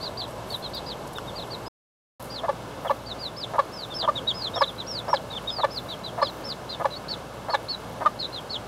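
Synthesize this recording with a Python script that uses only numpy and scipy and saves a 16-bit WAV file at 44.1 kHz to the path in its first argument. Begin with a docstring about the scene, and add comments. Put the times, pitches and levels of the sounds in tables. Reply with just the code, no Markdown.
"""Chicks and a hen in a small pen of boards and sheet metal, bedded with wood shavings.
The chicks peep in falling whistles; the hen answers with short clucks, each a low grunt, then a
voiced pop. Feet crackle in the shavings and a beak taps a board, over outdoor hiss and machine hum.
Near the start all sound cuts out for half a second, then returns with slightly softer hiss."""
import sys
import numpy as np
from scipy import signal
from scipy.fft import rfft, irfft
from scipy.io import wavfile
from scipy.ndimage import uniform_filter1d

SR = 44100
rng = np.random.default_rng(int(sys.argv[2]) if len(sys.argv) > 2 else 0)


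def materialize(psi):
    """Save the field psi as 16-bit PCM at rate SR to the path in sys.argv[1].

    A 1-D psi becomes a single channel; in a 2-D psi each row is a channel.
    """
    bounded = np.clip(np.atleast_2d(psi).T, -1, 1)
    quanta = np.round(bounded * 32767).astype(np.int16)
    wavfile.write(sys.argv[1], SR, quanta)


N = 382347
GAP_START_S, GAP_END_S = 1.682, 2.197

# Hen's calls, levels relative: start_s, voiced_s, pitch_hz, level_db, open_beak_octave_db,
# upper_overtones_db, half_pitch_rasp_db, pop_db, grunt_lead_s
CLUCKS = [(2.482, .017, 570, -22, -6, -17.5, -5, -23, 0.048),
          (2.896, .016, 569, -20, -2.5, -16, -8, -19, .048),
          (3.582, .017, 572, -21.5, 5, -10.5, -10, -17, .046),
          (4.076, 0.018, 595, -23, 4, -15, -13, -17, .047),
          (4.608, .017, 568, -20, 1.5, -8.5, -12, -17.5, .049),
          (5.13, 0.014, 579, -21, -11, -9.5, -5, -12.5, .049),
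          (5.633, .014, 576, -19.5, -5, -11, -6, -17, .048),
          (6.216, .013, 586, -20, .5, -11, -9, -19.5, .038),
          (6.845, .011, 579, -19, -4.5, -12.5, -3, -19.5, 0.046),
          (7.534, .015, 577, -25, -1.5, -2, 2.5, -20, 0.049),
          (8.051, 0.019, 622, -27, 13, -4, -2, -24, .043)]
# Background hiss spectrum after the gap: freq_hz, density_db
LATE_HISS_SPECTRUM = [(25, -22), (50, -29), (85, -5), (125, -1), (200, -3), (400, -5), (550, -0.5),
                      (740, -5), (1050, -6), (2000, -17), (3500, -20.5), (8500, -31), (13000, -38),
                      (15500, -43)]


def undb(db):
    """Decibels to gain."""
    return 10 ** (np.asarray(db) / 20)


def level(x, db):
    """Scale to an rms level."""
    return x * undb(db) / np.sqrt(np.mean(x ** 2) + 1e-18)


def add(track, start_s, x):
    """Mix x into a track."""
    i = max(int(start_s * SR), 0)
    track[i:i + len(x)] += x[:N - i]


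def ring(x, hz, width_hz):
    """One resonance, unity gain at the centre."""
    hz = min(hz, .45 * SR)
    return signal.lfilter(*signal.iirpeak(hz, hz / width_hz, fs=SR), x)


def gain_at(spectrum, hz):
    """Gain interpolated from (freq_hz, gain_db) rows."""
    freq_hz, gain_db = np.transpose(spectrum)
    return undb(np.interp(np.log(hz + 1e-9), np.log(freq_hz), gain_db))


def walk(n, rate_hz):
    """Smooth random wander, unit spread."""
    hold = max(int(SR / rate_hz), 1)
    held = np.repeat(rng.standard_normal(n // hold + 2), hold)
    return uniform_filter1d(held, hold)[:n] * np.sqrt(3 / 2)


def gate(t, length, rise, fall):
    """Rounded envelope from 0 to length."""
    opening = np.sin(np.pi / 2 * np.clip(t / rise, 0, 1))
    closing = np.sin(np.pi / 2 * np.clip((length - t) / fall, 0, 1))
    return opening * closing


def phase_of(hz):
    """Pitch curve to phase in radians."""
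    return 2 * np.pi * np.cumsum(hz) / SR


def hiss(spectrum, db, waver_db=.5):
    """Shaped noise, gently wavering."""
    shape = gain_at(spectrum, np.fft.rfftfreq(N, 1 / SR))
    noise = irfft(rfft(rng.standard_normal(N)) * shape, N)
    return level(noise, db) * undb(waver_db * walk(N, 9))


def outdoor_air():
    """Hiss with a thin whine before the gap, slightly softer hiss after."""
    # Background hiss before the gap: freq_hz, density_db
    early_spectrum = [(25, -21), (50, -10), (85, -7), (130, -2), (260, -7.5), (600, -2.5), (800, -6.5),
                      (1030, -5.5), (1250, -13.5), (2100, -20), (4000, -24), (9000, -35), (13000, -36),
                      (15500, -55)]
    whine = level(ring(rng.standard_normal(N), hz=7870, width_hz=120), db=-67)
    early = hiss(early_spectrum, db=-36.5) + whine
    late = hiss(LATE_HISS_SPECTRUM, db=-38)
    return np.where(np.arange(N) / SR < GAP_START_S, early, late)


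def machine_hum():
    """Distant machine: two low, drifting lines."""
    # Hum lines: pitch_hz, level_db
    lines = [(57.5, -53.5), (115, -51.5)]
    out = np.zeros(N)
    for hz, db in lines:
        tone = np.sin(phase_of(hz * (1 + .015 * walk(N, 8))))
        out += level(tone * undb(2 * walk(N, 6.3)), db)
    return out


def scratching(hz=11000, width_hz=5000):
    """Small feet keep the bedding ticking in loose bouts."""
    noise = rng.standard_normal(N)
    snap_db = 4.8 * np.minimum(walk(N, 400), 2.6)
    bout_db = 1.3 * walk(N, 5)
    snaps = noise * undb(snap_db + bout_db)
    return level(ring(ring(snaps, hz, width_hz), hz, width_hz), db=-65)


def chicks(rest_hz=3500, scoop_s=.006, waver_hz=30, crack_hz=4900, crack_bend=2.1, crack_s=.002):
    """Whistles scoop up and waver down, raspy when the other side of the syrinx joins in."""
    # Peeps, levels relative: start_s, length_s, top_hz, end_hz, bend, level_db, second_voice_db
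    # bend: 1 = straight fall, 4 = held, then dropped
    peeps = [(.002, .048, 4700, 3900, 1.5, -43, -12), (.02, .062, 5150, 3700, 1.3, -36, -12),
             (.17, 0.055, 5100, 3110, 2.1, -35, -22), (.209, .046, 4380, 3230, 1.8, -39.5, -30),
             (.498, .062, 4950, 3540, 1.1, -34, -10), (.62, .062, 4580, 3520, 1.1, -38, -9),
             (.732, .061, 5050, 3490, 1.6, -36, -2), (.858, 0.078, 5220, 3070, 1.7, -38.5, -12),
             (1.152, .032, 3900, 3300, 1.5, -41, -30), (1.271, 0.035, 3810, 3230, 2.1, -42, -30),
             (1.352, .053, 5020, 3330, 1.8, -39.5, -30), (1.394, .052, 4520, 2940, 1.6, -43, -30),
             (1.503, .053, 5040, 3550, 1.4, -39, -30), (1.653, .08, 5240, 3400, 2, -44, -30),
             (2.296, .106, 4980, 3090, 2.2, -38.5, -13), (2.866, 0.035, 3490, 2560, 1.6, -42, -30),
             (3.056, .074, 4940, 3480, 1.34, -38.5, -22), (3.184, .103, 5150, 3450, 1.3, -37, -30),
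             (3.362, 0.088, 5370, 3070, 2.5, -36, -30), (3.716, .139, 5470, 3320, 1.8, -40, -20),
             (3.902, .043, 3710, 3210, 1.7, -39, -30), (3.935, .098, 5380, 2900, 3.1, -32.5, -30),
             (4.025, .033, 3760, 2840, 1.9, -34.5, -30), (4.153, .04, 3920, 2910, 2.1, -31, -30),
             (4.271, .048, 3970, 3050, 2.2, -25.5, -20), (4.335, 0.15, 5170, 3050, 2.6, -35.5, -26),
             (4.416, 0.061, 4420, 3240, 2.05, -34, -25), (4.534, .052, 3880, 3130, 1.9, -36, -30),
             (4.545, 0.1, 5500, 3160, 3.8, -32, -30), (4.658, 0.048, 4180, 3160, 1.5, -37, -30),
             (4.78, 0.046, 4270, 3060, 1.6, -36, -30), (4.864, .14, 5770, 3370, 1.9, -35, -30),
             (5.079, 0.096, 5590, 3000, 3.9, -38, -30), (5.3, .049, 3960, 3310, 1.6, -39.5, -14),
             (5.352, 0.035, 3750, 2780, 2, -34, -30), (5.472, 0.037, 3810, 3150, 4, -29, -30),
             (5.493, .14, 5200, 3390, 2.2, -36.5, -30), (5.702, 0.092, 5340, 3430, 2.7, -35.5, -17),
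             (5.884, 0.062, 4140, 3030, 1.5, -37, -10), (6.032, 0.066, 4200, 3050, 1.77, -39, -12),
             (6.212, .066, 4450, 3050, 2.6, -35, -20), (6.213, 0.088, 5220, 3710, 2.1, -40, -30),
             (6.437, 0.095, 5420, 3250, 2.9, -36, -30), (6.687, .065, 4370, 3450, 1.4, -36, -6),
             (6.902, .054, 4250, 3680, 1.2, -42, -15), (6.948, .03, 4420, 4480, 2, -41, -16),
             (7.08, .067, 4646, 3320, 2.9, -33, -13), (7.493, .066, 4560, 3500, 2.6, -36, -15),
             (7.682, .069, 4510, 3770, 2.4, -32.5, -15), (8.187, 0.064, 4690, 3330, 1.2, -33, -14),
             (8.23, .036, 4190, 3660, 1.7, -34, -30), (8.323, 0.071, 4460, 3090, 1.32, -37, -14),
             (8.493, 0.08, 4600, 2850, 1.9, -33, -13)]
    # Throat response, favouring the lower whistle: freq_hz, gain_db
    throat = [(2800, -3), (3700, 0), (4500, -1.5), (5600, -5.5)]
    # Beak response to the octave: freq_hz, gain_db
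    beak = [(6000, -1), (7000, 4), (8000, -9), (9800, -7), (11000, 4)]
    out = np.zeros(N)
    for start_s, length_s, top_hz, end_hz, bend, db, second_db in peeps:
        n = int((length_s + .002) * SR)
        t = np.arange(n) / SR
        progress = t / length_s
        lift_hz = top_hz - rest_hz
        fall_hz = top_hz - (top_hz - end_hz) * progress ** bend
        fall_hz -= waver_hz * progress * np.sin(4 * np.pi * progress)
        scoop_hz = .85 * lift_hz * np.exp(-t / scoop_s)
        # High, held peeps crack: pitch steps down, tone turns gritty.
        strain_hz = max(top_hz - crack_hz, 0) * max(bend - crack_bend, 0)
        cracked = .5 + .5 * np.tanh((t - .72 * length_s) / crack_s)
        hz = fall_hz - scoop_hz + .4 * strain_hz * (progress ** bend - cracked * progress)
        hz *= 1 + .004 * progress * walk(n, 90)  # pitch loosens in the fall
        jitter = .005 * (progress + .5) * walk(n, 350)
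        phase = phase_of(hz * (1 + jitter))
        second_ratio = .82 if start_s < GAP_START_S else 1.16
        second_hz = second_ratio * hz * (1 + .013 * walk(n, 460))
        second = np.sin(phase_of(second_hz)) * gate(progress, .87, rise=.11, fall=.31)
        rasp = undb(-3) * walk(n, 1400) * np.sin(phase)
        grit = 1 + .0003 * cracked * strain_hz * walk(n, 900)
        voice = grit * np.sin(phase) + undb(second_db) * (second + rasp)
        # A harder push raises the octave faster than the whistle.
        octave_gain = undb(-33 + .3 * (db + 38)) * (progress + .3)
        octave = octave_gain * gain_at(beak, 2 * hz) * np.sin(2 * phase)
        swell_db = .001 * lift_hz * progress
        flutter_db = 2.2 * (progress + .5) * walk(n, 140)
        envelope = gain_at(throat, hz) * undb(swell_db + flutter_db)
        envelope *= gate(t, t[-1], rise=.2 * length_s, fall=.009)
        add(out, start_s, level((voice + octave) * envelope, db))
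    return out


def footsteps(grain_db=5, width_hz=6500):
    """Feet crush dry flakes: bursts of tiny, very unequal snaps."""
    # Steps in the shavings: start_s, length_s, level_db, centre_hz
    steps = [(0.277, .05, -58, 9000), (0.465, .16, -54.5, 10500), (.742, .016, -51, 12500),
             (1.07, .01, -50, 7360), (1.13, .012, -51, 8970), (1.15, .04, -59, 12000),
             (2.179, .14, -54, 10900), (2.806, .22, -62, 12500), (5.697, .31, -63, 12100),
             (6.26, 0.22, -64, 13200)]
    out = np.zeros(N)
    for start_s, length_s, db, hz in steps:
        t = np.arange(int((length_s + .004) * SR)) / SR
        snaps = rng.standard_normal(len(t)) * undb(grain_db * walk(len(t), 900))
        snaps *= gate(t, length_s, rise=length_s / 4, fall=length_s / 2)
        add(out, start_s, level(ring(ring(snaps, hz, width_hz), hz, width_hz), db))
    return out


def peck(start_s=1.1846):
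    """One beak tap rings a board for a few milliseconds."""
    # Board modes: freq_hz, t60_s, level_db
    modes = [(1350, .009, -18), (2890, .011, -27), (5300, .006, -30)]
    out = np.zeros(N)
    t = np.arange(int(.04 * SR)) / SR
    for hz, t60_s, db in modes:
        add(out, start_s, undb(db - 60 * t / t60_s) * np.sin(2 * np.pi * hz * t))
    return out


def grunts(length_s=.027, pulse_hz=290, roughness=.1494):
    """The hen's throat catches with one pulse; slack pulses and turbulent air then swell and ring it."""
    # Throat resonances: centre_hz, nominal_width_hz, gain_db
    throat = [(672, 370, 6.5), (930, 250, -1.5), (1230, 75, 7), (1590, 480, -3)]
    lowpass = signal.butter(3, 1700, fs=SR, output="sos")
    out = np.zeros(N)
    t = np.arange(int(2 * length_s * SR)) / SR
    for cluck_s, *_, lead_s in CLUCKS:
        cycle = phase_of(pulse_hz * (1 + roughness * walk(len(t), 300))) // (2 * np.pi)
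        pulses = level(np.diff(cycle, prepend=0), 0)
        breath = undb(-7) * rng.standard_normal(len(t))
        source = (pulses + breath) * gate(t, length_s, rise=length_s / 3, fall=.004)
        source[0] += 14  # the catch
        grunt = sum(undb(db) * ring(ring(source, hz, 1.2 * width_hz), hz, 1.2 * width_hz)
                    for hz, width_hz, db in throat)
        add(out, cluck_s - lead_s, level(signal.sosfilt(lowpass, grunt), db=-30.5))
    return out


def clucks(pop_s=.0065, pop_ratio=1.6, shimmer_db=1, rasp_db=-10, breath_db=-22):
    """The syrinx pops open, then voices; alternating strong and weak cycles add half-pitch lines."""
    # Upper overtone envelope: freq_hz, gain_db
    overtones = [(1730, 0.5), (2300, -7), (2900, -15.5), (3900, -11), (5000, -23), (8000, -33),
                 (14000, -51.5)]
    out = np.zeros(N)
    n = int(.06 * SR)
    t = np.arange(n) / SR
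    since_pop_s = t - pop_s
    for start_s, length_s, pitch_hz, db, beak_db, upper_db, half_db, pop_db, _ in CLUCKS:
        progress = np.clip(since_pop_s / length_s, 0, 1.2)
        arch = .06 * (.1 - (2 * progress - 1) ** 2)
        phase = phase_of(pitch_hz * (1 + arch + .018 * walk(n, 600)))
        voice = np.sin(phase) + undb(beak_db) * np.sin(2 * phase) + undb(half_db) * np.sin(1.5 * phase)
        for k in range(5, 48):  # multiples of half the pitch
            gain = gain_at(overtones, k * pitch_hz / 2) * undb(upper_db + rasp_db * (k % 2))
            voice += gain * np.sin(k * phase / 2 + rng.uniform(0, 2 * np.pi))
        breath = ring(rng.standard_normal(n), hz=2200, width_hz=3200)
        voice += level(breath, upper_db + breath_db)
        attack = np.clip(since_pop_s / .003, 0, 1)
        release = np.exp(-np.maximum(since_pop_s - .7 * length_s, 0) / .0045)
        pressure = attack * release * undb(shimmer_db * walk(n, 447))
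        pop_hz = pop_ratio * pitch_hz * (.98 + .3 * np.exp(-t / .0025))  # drops as the throat widens
        pop = np.sin(phase_of(pop_hz)) * gate(t, pop_s + .003, rise=.0025, fall=.005)
        add(out, start_s, np.sqrt(2) * (undb(db) * voice * pressure + undb(pop_db) * pop))
    return out


def hen(cutoff_hz=430):
    """Grunts and clucks; her small throat radiates little below the pitch."""
    highpass = signal.butter(4, cutoff_hz, "high", fs=SR, output="sos")
    return signal.sosfilt(highpass, undb(.5) * clucks() + grunts())


def pen_echo(x, t60_s=.08, tail_db=-10):
    """Close walls return a few echoes, which make glides flutter, and a very short tail."""
    # Floor and wall reflections: delay_s, gain_db
    echoes = [(.0013, -22.5), (.0034, -10.5), (.0059, -15), (.0093, -27.5)]
    t = np.arange(int(.2 * SR)) / SR
    tail = rng.standard_normal(len(t)) * undb(-60 * t / t60_s) * np.clip(t / .0035, 0, 1)
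    response = undb(tail_db) * tail / np.linalg.norm(tail)
    for delay_s, db in echoes:
        response[int(delay_s * SR)] += undb(db)
    return signal.fftconvolve(x, response)[:N]


def scene():
    """Birds and bedding in the pen; nearly mono, with a trace of treble width."""
    small_sounds = undb(-.5) * chicks() + footsteps() + scratching() + peck()
    hen_calls = hen()
    direct = small_sounds + hen_calls
    mid = direct + outdoor_air() + pen_echo(small_sounds + undb(-4) * hen_calls) + machine_hum()
    side_hiss = hiss(LATE_HISS_SPECTRUM, db=-78.5)  # very faint stereo hiss
    side_treble = level(ring(rng.standard_normal(N), hz=4900, width_hz=9000), db=-72)
    side = side_hiss + side_treble + undb(-39) * pen_echo(direct)
    return np.array([mid + side, mid - side])


def record(dry, cutoff_hz=15700):
    """Two narrow notches and a treble cut; the sound drops out for half a second."""
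    # Response dips: centre_hz, width_hz
    notches = [(1910, 140), (2405, 134)]
    sound = dry
    for hz, width_hz in notches:
        sound = sound - ring(sound, hz, width_hz)
    t = np.arange(N) / SR
    audible = (t < GAP_START_S) | (t > GAP_END_S)
    gap_gain = uniform_filter1d(audible.astype(float), size=128)
    lowpass = signal.ellip(10, .2, 80, cutoff_hz, fs=SR, output="sos")
    return signal.sosfilt(lowpass, sound * gap_gain)


dry = scene()
out = record(dry)
materialize(out)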